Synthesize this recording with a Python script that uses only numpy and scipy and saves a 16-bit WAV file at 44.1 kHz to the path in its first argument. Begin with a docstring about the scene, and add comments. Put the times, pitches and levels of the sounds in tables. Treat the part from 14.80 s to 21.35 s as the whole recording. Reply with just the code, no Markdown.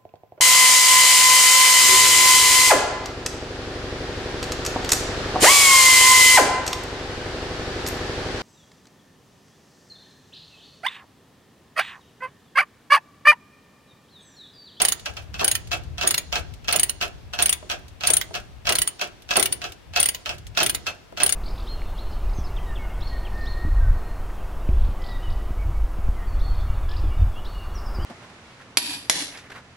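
"""Outdoors, on a wooden trailer deck: a ratchet load binder is cranked.
On each back swing the slack binder and chain clank, the deck thuds and the pawl snaps over 4-6 teeth.
At the turn of the handle the pawl seats and the chain clanks taut.
Light wind rumbles on the microphone over a distant hush."""
import sys
import numpy as np
from scipy import signal
from scipy.io import wavfile

SR = 44100
rng = np.random.default_rng(int(sys.argv[2]) if len(sys.argv) > 2 else 0)


def wrap_up_sound(samples):
    """Save the sound to the file named by the first command line argument, as 16-bit audio."""
    columns = np.atleast_2d(samples).T
    # keep every value between -1 and 1, then stretch to whole-number steps
    tamed = np.clip(columns, -1, 1)
    steps = np.round(tamed * 32767).astype(np.int16)
    wavfile.write(sys.argv[1], SR, steps)


N = 288840
EDGES_HZ = np.geomspace(22, 17000, 27)
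CENTRES_HZ = np.sqrt(EDGES_HZ[1:] * EDGES_HZ[:-1])
RING_T_S = np.arange(int(.3 * SR)) / SR

# load comes off: main clank t/s, level/dB, first knock lead/s, level/dB, chain fall/s, landing level/dB
RELEASES = [(0.0014, -18, 0.029, -32, 0.0075, -21), (0.594, -19, .052, -26, .021, -16),
            (1.2113, -15.5, 0.03, -23, 0.031, -19.5), (1.8822, -12.5, 0.037, -35.5, 0.07, -20.5),
            (2.589, -14, 0.054, -21, 0.011, -24), (3.2356, -15.5, 0.027, -25.5, 0.063, -21),
            (3.87, -12.5, 0.016, -26, .03, -17.5), (4.5082, -12.5, 0.018, -27, .068, -13),
            (5.1611, -10.5, 0.025, -29, .021, -29.5), (5.7732, -10, 0.023, -34, 0.041, -17),
            (6.4018, -15.5, .0285, -22, 0.021, -21)]
# dense modes of a struck link: f/Hz, density/dB, t60/s
LINK_BANDS = [(500, 0.5, 0.02), (1440, 4, 0.0047), (2780, 10.5, 0.012), (5680, 6, 0.021),
              (8830, -26.5, 0.023), (16160, -12.5, 0.0088)]


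def pawl(bands):
    """The pawl scrapes up a tooth and its spring throws it on the next: wheel clacks, pawl pings."""
    # dense ratchet modes: f/Hz, density/dB, t60/s
    clack_bands = [(300, -16.5, 0.096), (983, -2.5, 0.021), (2720, -1.5, 0.087), (5830, 3, 0.018),
                   (8100, -5, .025), (12500, -6.5, .022), (15500, -1.5, 0.047)]
    # wheel and handle: f/Hz, level/dB, t60/s
    wheel_modes = [(2000, -4, 0.02), (2950, -0.5, 0.03), (3367, -4.5, 0.021), (4454, -6.5, 0.029),
                   (6630, -7.5, 0.033), (6895, -7.5, 0.041)]
    t = np.arange(int(.06 * SR)) / SR
    slide_s, pan_spread_db = .009, 2.8
    out, decay = np.zeros((2, N)), decays(clack_bands, t)
    slide_env = decays(clack_bands, 0 * t) * (t < slide_s) * t / slide_s
    crack_env = decay * np.exp(-t / .0007)
    for s, clack_db, ping_db in teeth():
        snap = rattle(dense_modes(bands, decay), spread_s=.0032, bounce_db=5, count=3)
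        wheel = ring(wheel_modes, t, spread_db=5, detune=.025)
        wheel = rattle(wheel, spread_s=.003, bounce_db=-4.5, count=2)
        crack = dense_modes(bands, crack_env)
        clack = from_db(clack_db - 10) * (snap + from_db(-.6) * wheel + from_db(-7) * crack)
        ping = from_db(ping_db - 2.5) * chatter(t, spread_s=.005, count=3)
        pan = from_db(rng.normal(0, pan_spread_db) * np.array([[.5], [-.5]]))
        add(out, s - slide_s, from_db(clack_db - 24) * dense_modes(bands, slide_env))
        add(out, s + .0008, clack * pan)
        add(out, s + .00099, ping * pan * from_db([[.9], [-.9]]))
    return out


def teeth():
    """The handle slows, and slower teeth clack softer. Rows: t/s, clack/dB, ping/dB."""
    # back swings: first tooth t/s, last but one t/s, last t/s, teeth,
    # clack/dB, first ping/dB, ping step/dB per tooth, last ping/dB
    swings = [(0.0172, 0.0833, 0.1211, 4, -11.5, -9.5, -2.5, -20),
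              (0.644, 0.7134, 0.7514, 4, -13, -12, -1.2, -20),
              (1.273, 1.3422, 1.3786, 4, -12, -10.5, -5.5, -21),
              (1.9252, 2.031, 2.094, 5, -13.5, -16, 2, -19.5),
              (2.6232, 2.693, 2.7262, 4, -13.5, -10, -1.2, -16.5),
              (3.271, 3.3672, 3.4123, 5, -13, -11.5, 0.46, -42),
              (3.8925, 4.017, 4.0745, 6, -13.5, -21.5, 2, -16),
              (4.5667, 4.6567, 4.7238, 5, -12, -11, -2.5, -15.5),
              (5.2, 5.287, 5.3458, 5, -14.5, -10.5, -1.5, -38),
              (5.83, 5.8948, 5.947, 4, -13, -17, 0, -22.5),
              (6.4327, 6.492, 6.5227, 4, -15.5, -7.5, -5.5, -13.5)]
    gap_growth, gap_doubling_db = .03, -5.5
    rows = []
    for first_s, penultimate_s, last_s, count, clack_db, ping_db, step_db, last_ping_db in swings:
        k = np.arange(round(count) - 1)
        travel = k * (1 + gap_growth * (k - 1) / 2)
        times_s = np.append(first_s + (penultimate_s - first_s) * travel / travel[-1], last_s)
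        gap_ratio = np.append(1, np.diff(times_s) / (times_s[1] - times_s[0]))
        clacks_db = clack_db + gap_doubling_db * np.log2(gap_ratio)
        pings_db = np.append(ping_db + step_db * k, last_ping_db)
        rows += zip(times_s, clacks_db, pings_db)
    return rows


def chatter(t, spread_s, count):
    """The pawl skips on the tooth; each touch rings it anew."""
    # pawl: f/Hz, level/dB, t60/s
    pawl_modes = [(9054, 0, .033), (9370, -1, .033), (10755, -7, .033), (11003, -10, .03),
                  (15500, -14, .025)]
    out = np.zeros((2, len(t)))
    for k, jitter in enumerate(rng.random(count)):
        age = (k + jitter * (k > 0)) / count
        add(out, age * spread_s, np.exp(-age) * ring(pawl_modes, t, spread_db=4, detune=.009))
    return unit_blow(out)


def slack():
    """Slack opens and closes. Clanks: t/s, level/dB, body/dB, ring/dB. Thuds: t/s, level/dB."""
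    # load taken up: pawl seats t/s, level/dB, chain taut delay/s, level/dB
    take_ups = [(0.2585, -21, 0.0034, -23.5), (0.368, -28, 0.003, -29.5), (0.916, -16.5, 0.014, -17),
                (1.5262, -15.5, 0.03, -14), (2.212, -16, 0.013, -16.5), (2.8991, -17.5, 0.016, -19),
                (3.541, -23.5, 0.01, -19.5), (4.1942, -27.5, .0189, -15), (4.8169, -24.5, 0.024, -21),
                (5.4591, -20, 0.033, -19), (6.0671, -17, 0.0063, -22)]
    # hanging chain nudges the planks: t/s, level/dB
    nudges = [(2.827, -30.5), (3.509, -31), (6.325, -32)]
    slack_ring_db, taut_ring_db, usual_landing_db = 4, 3.5, -19
    clanks, thuds = [], list(nudges)
    for s, level_db, lead_s, knock_db, fall_s, landing_db in RELEASES:
        # links clank again during the fall, louder with a heavier landing
        run_out_db = level_db - 2.5 + .49 * (landing_db - usual_landing_db)
        clanks += [(s - lead_s, knock_db, knock_db - 11.5, slack_ring_db),
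                   (s, level_db, level_db - 11.5, slack_ring_db),
                   (s + .72 * fall_s, run_out_db, landing_db - 2.5, slack_ring_db)]
        thuds.append((s + fall_s, landing_db))
    for s, seat_db, delay_s, taut_db in take_ups:
        clanks += [(s, seat_db, seat_db - 11.5, taut_ring_db),
                   (s + delay_s, taut_db, taut_db - 12, taut_ring_db)]
        thuds.append((s + delay_s + .00771, taut_db - 11))   # taut chain jolts the deck
    return clanks, thuds


def binder(bands, clanks):
    """A slide, a crack and a rattle of links ring the steel; the heavy low modes swell just after."""
    # barrel, hooks and chain: f/Hz, level/dB, t60/s
    binder_modes = [(600, -6, .17), (715, -1, .17), (868, -8, .17), (1318, -3, .14), (1470, -8, .11),
                    (1628, -4, .14), (1754, -8, .11), (2600, 4, .13), (2675, -2, .1), (2745, -1, .1),
                    (2890, -3, .1), (3090, -3, .1), (3227, -3, .12), (3335, -3, .12), (3885, -6, .09),
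                    (4235, -3, .11), (4420, -6, .09), (4844, -10, .08), (6712, -10, .07)]
    # dense chain modes: f/Hz, density/dB, t60/s
    chain_bands = [(400, -31.5, .15), (1015, -8.5, 0.11), (1500, 10, 0.06), (2100, -5, 0.14),
                   (2685, 11, 0.15), (4000, -2.5, 0.11), (5700, 2.5, 0.13), (7760, -12, 0.14),
                   (13000, -17, 0.12), (14900, -10, 0.034)]
    # dense barrel modes: f/Hz, density/dB, t60/s
    body_bands = [(150, -11, 0.16), (389.5, -6.5, 0.13), (700, 0.5, 0.21), (1040, -4, 0.028),
                  (1341, 8.5, 0.26), (2230, -58.5, 0.097), (5000, -45.5, .05)]
    out = np.zeros((2, N))
    chain_env, crack_env = decays(chain_bands, RING_T_S), decays(LINK_BANDS, RING_T_S)
    body_env = decays(body_bands, RING_T_S) * (1 - np.exp(-RING_T_S / .029))
    tone_attack = 1 - np.exp(-RING_T_S / .0027)
    for s, level_db, body_db, ring_db in clanks:
        links = rattle(dense_modes(bands, chain_env), spread_s=.02, bounce_db=-2.5, count=4)
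        tones = tone_attack * ring(binder_modes, RING_T_S, spread_db=1.5, detune=.003)
        crack = dense_modes(bands, crack_env)
        slide = dense_modes(bands, chain_env)
        clank = unit_blow(links + from_db(ring_db) * tones + from_db(-3.5) * crack)
        add(out, s - .006, from_db(level_db - 22) * slide)
        add(out, s, from_db(level_db - 4) * clank)
        add(out, s, from_db(body_db - 3) * dense_modes(bands, body_env))
    return out


def deck(bands, thuds):
    """The chain knocks the planks: a dull thud and a short boom."""
    # dense deck modes: f/Hz, density/dB, t60/s
    deck_bands = [(60, -15.5, 0.52), (177, -3, 0.57), (262, -13, 0.44), (356, 1.5, 0.6), (450, 7, 0.043),
                  (600, -1, 0.051), (1000, 6, 0.039), (3000, -37, .06)]
    # planks: f/Hz, level/dB, t60/s
    plank_modes = [(340.3, -7, 0.37), (372.7, -4, 0.28), (635.3, 6, 0.091)]
    out, decay = np.zeros((2, N)), decays(deck_bands, RING_T_S)
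    for s, level_db in thuds:
        boom = ring(plank_modes, RING_T_S, spread_db=1.5, detune=.023)
        add(out, s, from_db(level_db - 9) * (dense_modes(bands, decay) + boom))
    return out


def settling_links(bands, count):
    """After each release, single links slip against each other at uneven moments."""
    settle_s, fade_db = .11, -6.5
    slips = []
    for s, level_db, *_ in RELEASES:
        ages = (np.arange(count) + rng.random(count)) / count
        slips += [(s + settle_s * age, level_db + fade_db * age) for age in ages]
    return blows(bands, slips, LINK_BANDS, gain_db=-14)


def jingle(bands, clanks, count):
    """Links of the loose chain end touch after each clank, and now and then on their own."""
    # lightly touched link: f/Hz, density/dB, t60/s
    tink_bands = [(800, -18, .04), (2960, 1, 0.041), (8000, -10, 0.08), (16100, -12, 0.014)]
    # stray touches: t/s, level/dB
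    ticks = [(0.196, -28), (0.8727, -32), (1.036, -37.5), (1.738, -33), (3.0817, -35), (4.421, -35.5),
             (4.9206, -26), (5.582, -32), (5.6676, -28)]
    swing_s = .081
    touches = []
    for s, level_db, *_ in clanks:
        for age, weakness in rng.random((count, 2)):
            touches.append((s + swing_s * age, level_db - 10 * age - 10 * weakness))
    return blows(bands, touches, tink_bands, gain_db=-17) + blows(bands, ticks, tink_bands, gain_db=-13)


def near_echo(bands, x):
    """Scatter from the planks and a bucket close by."""
    # reflections: f/Hz, density/dB, t60/s
    near_bands = [(492, 0.5, 0.33), (3044, -5, 0.12), (9000, -4, 0.088), (15000, -4, 0.12)]
    return reflections(bands, x, near_bands, length_s=.25, wet_db=-12.5)


def yard_echo(bands, x):
    """Long, faint echo of the yard."""
    # reflections: f/Hz, density/dB, t60/s
    yard_bands = [(100, 2.5, 1.2), (402, -0.5, 0.69), (791, -10.5, 1), (1424, -7, 0.57), (3000, -6, 0.33),
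                  (5100, -17, 1.45), (9130, -7.5, 0.2), (15000, -29, .3)]
    return reflections(bands, x, yard_bands, length_s=1.3, wet_db=-20.5)


def wind(bands):
    """Lumpy rumble on the microphone; stronger gusts make smaller eddies and sound brighter."""
    # gusts: t/s, level/dB
    gusts = [(0.0, -56), (0.56, -37.5), (0.69, -45), (1.07, -36), (1.39, -50), (1.55, -39), (2.04, -45),
             (2.72, -44), (2.74, -49), (3.96, -44.5), (4.0, -39), (4.12, -65.5), (4.54, -52), (4.58, -44),
             (5.05, -56.5), (5.11, -41.5), (5.44, -57), (5.49, -41.5), (5.97, -44.5), (6.26, -58.5),
             (6.46, -44), (6.55, -49)]
    # rumble spectrum: f/Hz, density/dB
    rumble_bands = [(25, -17), (45, -3.5), (70, 1), (110, -6), (160, -17), (300, -31), (800, -50.5),
                    (3000, -77)]
    pivot_hz, tilt_per_octave, flutter_hz, flutter_db = 70, .18, 12, 2.5
    gust_db = np.interp(np.arange(N) / SR, *np.transpose(gusts))
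    lowpass = signal.butter(2, flutter_hz, fs=SR, output="sos")
    eddies = unit_rms(signal.sosfilt(lowpass, rng.standard_normal((2, N))))
    octaves = np.minimum(np.log2(CENTRES_HZ / pivot_hz), 1)
    tilt_db = tilt_per_octave * np.outer(octaves, gust_db - gust_db.mean())
    colour_db = per_band(rumble_bands)[0][:, None] + tilt_db
    rumble = np.einsum("bt,bct->ct", from_db(colour_db), bands)
    return from_db(gust_db + 1.86) * unit_rms(rumble * from_db(flutter_db * eddies))


def hush(bands):
    """Steady distant noise."""
    # spectrum: f/Hz, density/dB
    air_bands = [(100, -5), (250, -6), (700, -10), (1300, -15), (3000, -16), (5000, -28.5), (8000, -30),
                 (15500, -37.5)]
    air = np.tensordot(from_db(per_band(air_bands)[0]), bands, axes=1)
    return from_db(-52.5) * unit_rms(air)[:, ::-1]   # reversed: decorrelated from the wind


def dense_modes(bands, envelopes):
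    """Modes too dense to tell apart: a random stretch of noise, shaped band by band."""
    size = envelopes.shape[1]
    start = rng.integers(SR // 10, N - size)
    return unit_blow(np.einsum("bct,bt->ct", bands[:, :, start:start + size], envelopes))


def ring(modes, t, spread_db, detune):
    """Clear modes; each blow reseats the parts, shifting pitch, strength and phase."""
    hz, level_db, t60_s = np.transpose(modes)
    hz = hz * (1 + detune * rng.standard_normal(len(hz)))
    gains = from_db(level_db + spread_db * rng.standard_normal((2, len(hz))))
    phasors = np.exp(2j * np.pi * rng.random((2, len(hz))))
    poles = 2j * np.pi * hz - np.log(1000) / t60_s
    return unit_blow(np.real((gains * phasors) @ np.exp(np.outer(poles, t))))


def rattle(sound, spread_s, bounce_db, count):
    """A first contact, then uneven, dying bounces within twice spread_s."""
    out = sound.copy()
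    for k, (jitter, size) in enumerate(rng.random((count, 2))):
        age = 2 * (k + jitter) / count
        gain = from_db(bounce_db) * np.exp(-age) * (.5 + size) * rng.choice([-1, 1])
        add(out, age * spread_s, gain * sound)
    return unit_blow(out)


def blows(bands, events, table, gain_db):
    """Single contacts on one object."""
    out, decay = np.zeros((2, N)), decays(table, RING_T_S)
    for s, level_db in events:
        add(out, s, from_db(level_db + gain_db) * dense_modes(bands, decay))
    return out


def reflections(bands, x, table, length_s, wet_db):
    """Diffuse echo that builds quickly and dies band by band."""
    t = np.arange(int(length_s * SR)) / SR
    response = dense_modes(bands, decays(table, t) * (1 - np.exp(-t / .0029)))
    response /= np.sqrt(np.sum(response ** 2) / 2)
    return from_db(wet_db) * signal.fftconvolve(x, response, axes=1)[:, :N]


def noise_bands(correlation):
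    """Stereo noise in bands, shape (bands, 2, N); neighbours use independent noise."""
    white = np.sqrt(1 - correlation) * rng.standard_normal((2, 2, N))
    white += np.sqrt(correlation) * rng.standard_normal((2, 1, N))
    filters = [signal.butter(2, hz, "band", fs=SR, output="sos") for hz in zip(EDGES_HZ, EDGES_HZ[1:])]
    return np.array([signal.sosfilt(sos, white[k % 2]) for k, sos in enumerate(filters)])


def per_band(table):
    """Table columns interpolated at the band centres."""
    hz, *columns = np.transpose(table)
    return [np.interp(np.log(CENTRES_HZ), np.log(hz), column) for column in columns]


def decays(table, t):
    """Band amplitudes at times t after a blow."""
    level_db, t60_s = per_band(table)
    return from_db(level_db[:, None] - 60 * t / t60_s[:, None])


def add(track, s, sound):
    """Mix a sound in at time s, no earlier than 0."""
    part = track[:, max(0, int(s * SR)):][:, :sound.shape[1]]
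    part += sound[:, :part.shape[1]]


def unit_blow(x):
    """Scale to the energy of 10 ms of stereo at rms 1."""
    return x / np.sqrt(np.sum(x ** 2) / (2 * .01 * SR) + 1e-20)


def unit_rms(x):
    return x / np.sqrt(np.mean(x ** 2) + 1e-20)


def from_db(db):
    return 10 ** (np.asarray(db) / 20)


def scene():
    """Binder slightly right, wind and hush slightly left."""
    bands = noise_bands(correlation=.21)
    clanks, thuds = slack()
    tool = jingle(bands, clanks, count=2) + deck(bands, thuds)
    clicks = pawl(bands)
    tool += clicks + near_echo(bands, clicks) + binder(bands, clanks) + settling_links(bands, count=5)
    tool[0] = np.pad(tool[0], (4, 0))[:N]   # reaches the left 4 samples later
    tool += yard_echo(bands, tool)
    background = wind(bands) + hush(bands)
    return tool * from_db([[-.5], [.5]]) + background * from_db([[1.3], [-1.3]])


def record(dry):
    """Soft clip, then a steep low-pass."""
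    cutoff_hz = 15850
    lowpass = signal.ellip(10, .2, 70, cutoff_hz, fs=SR, output="sos")
    return signal.sosfilt(lowpass, 1.295 * np.tanh(dry / 1.29))


dry = scene()
out = record(dry)
wrap_up_sound(out)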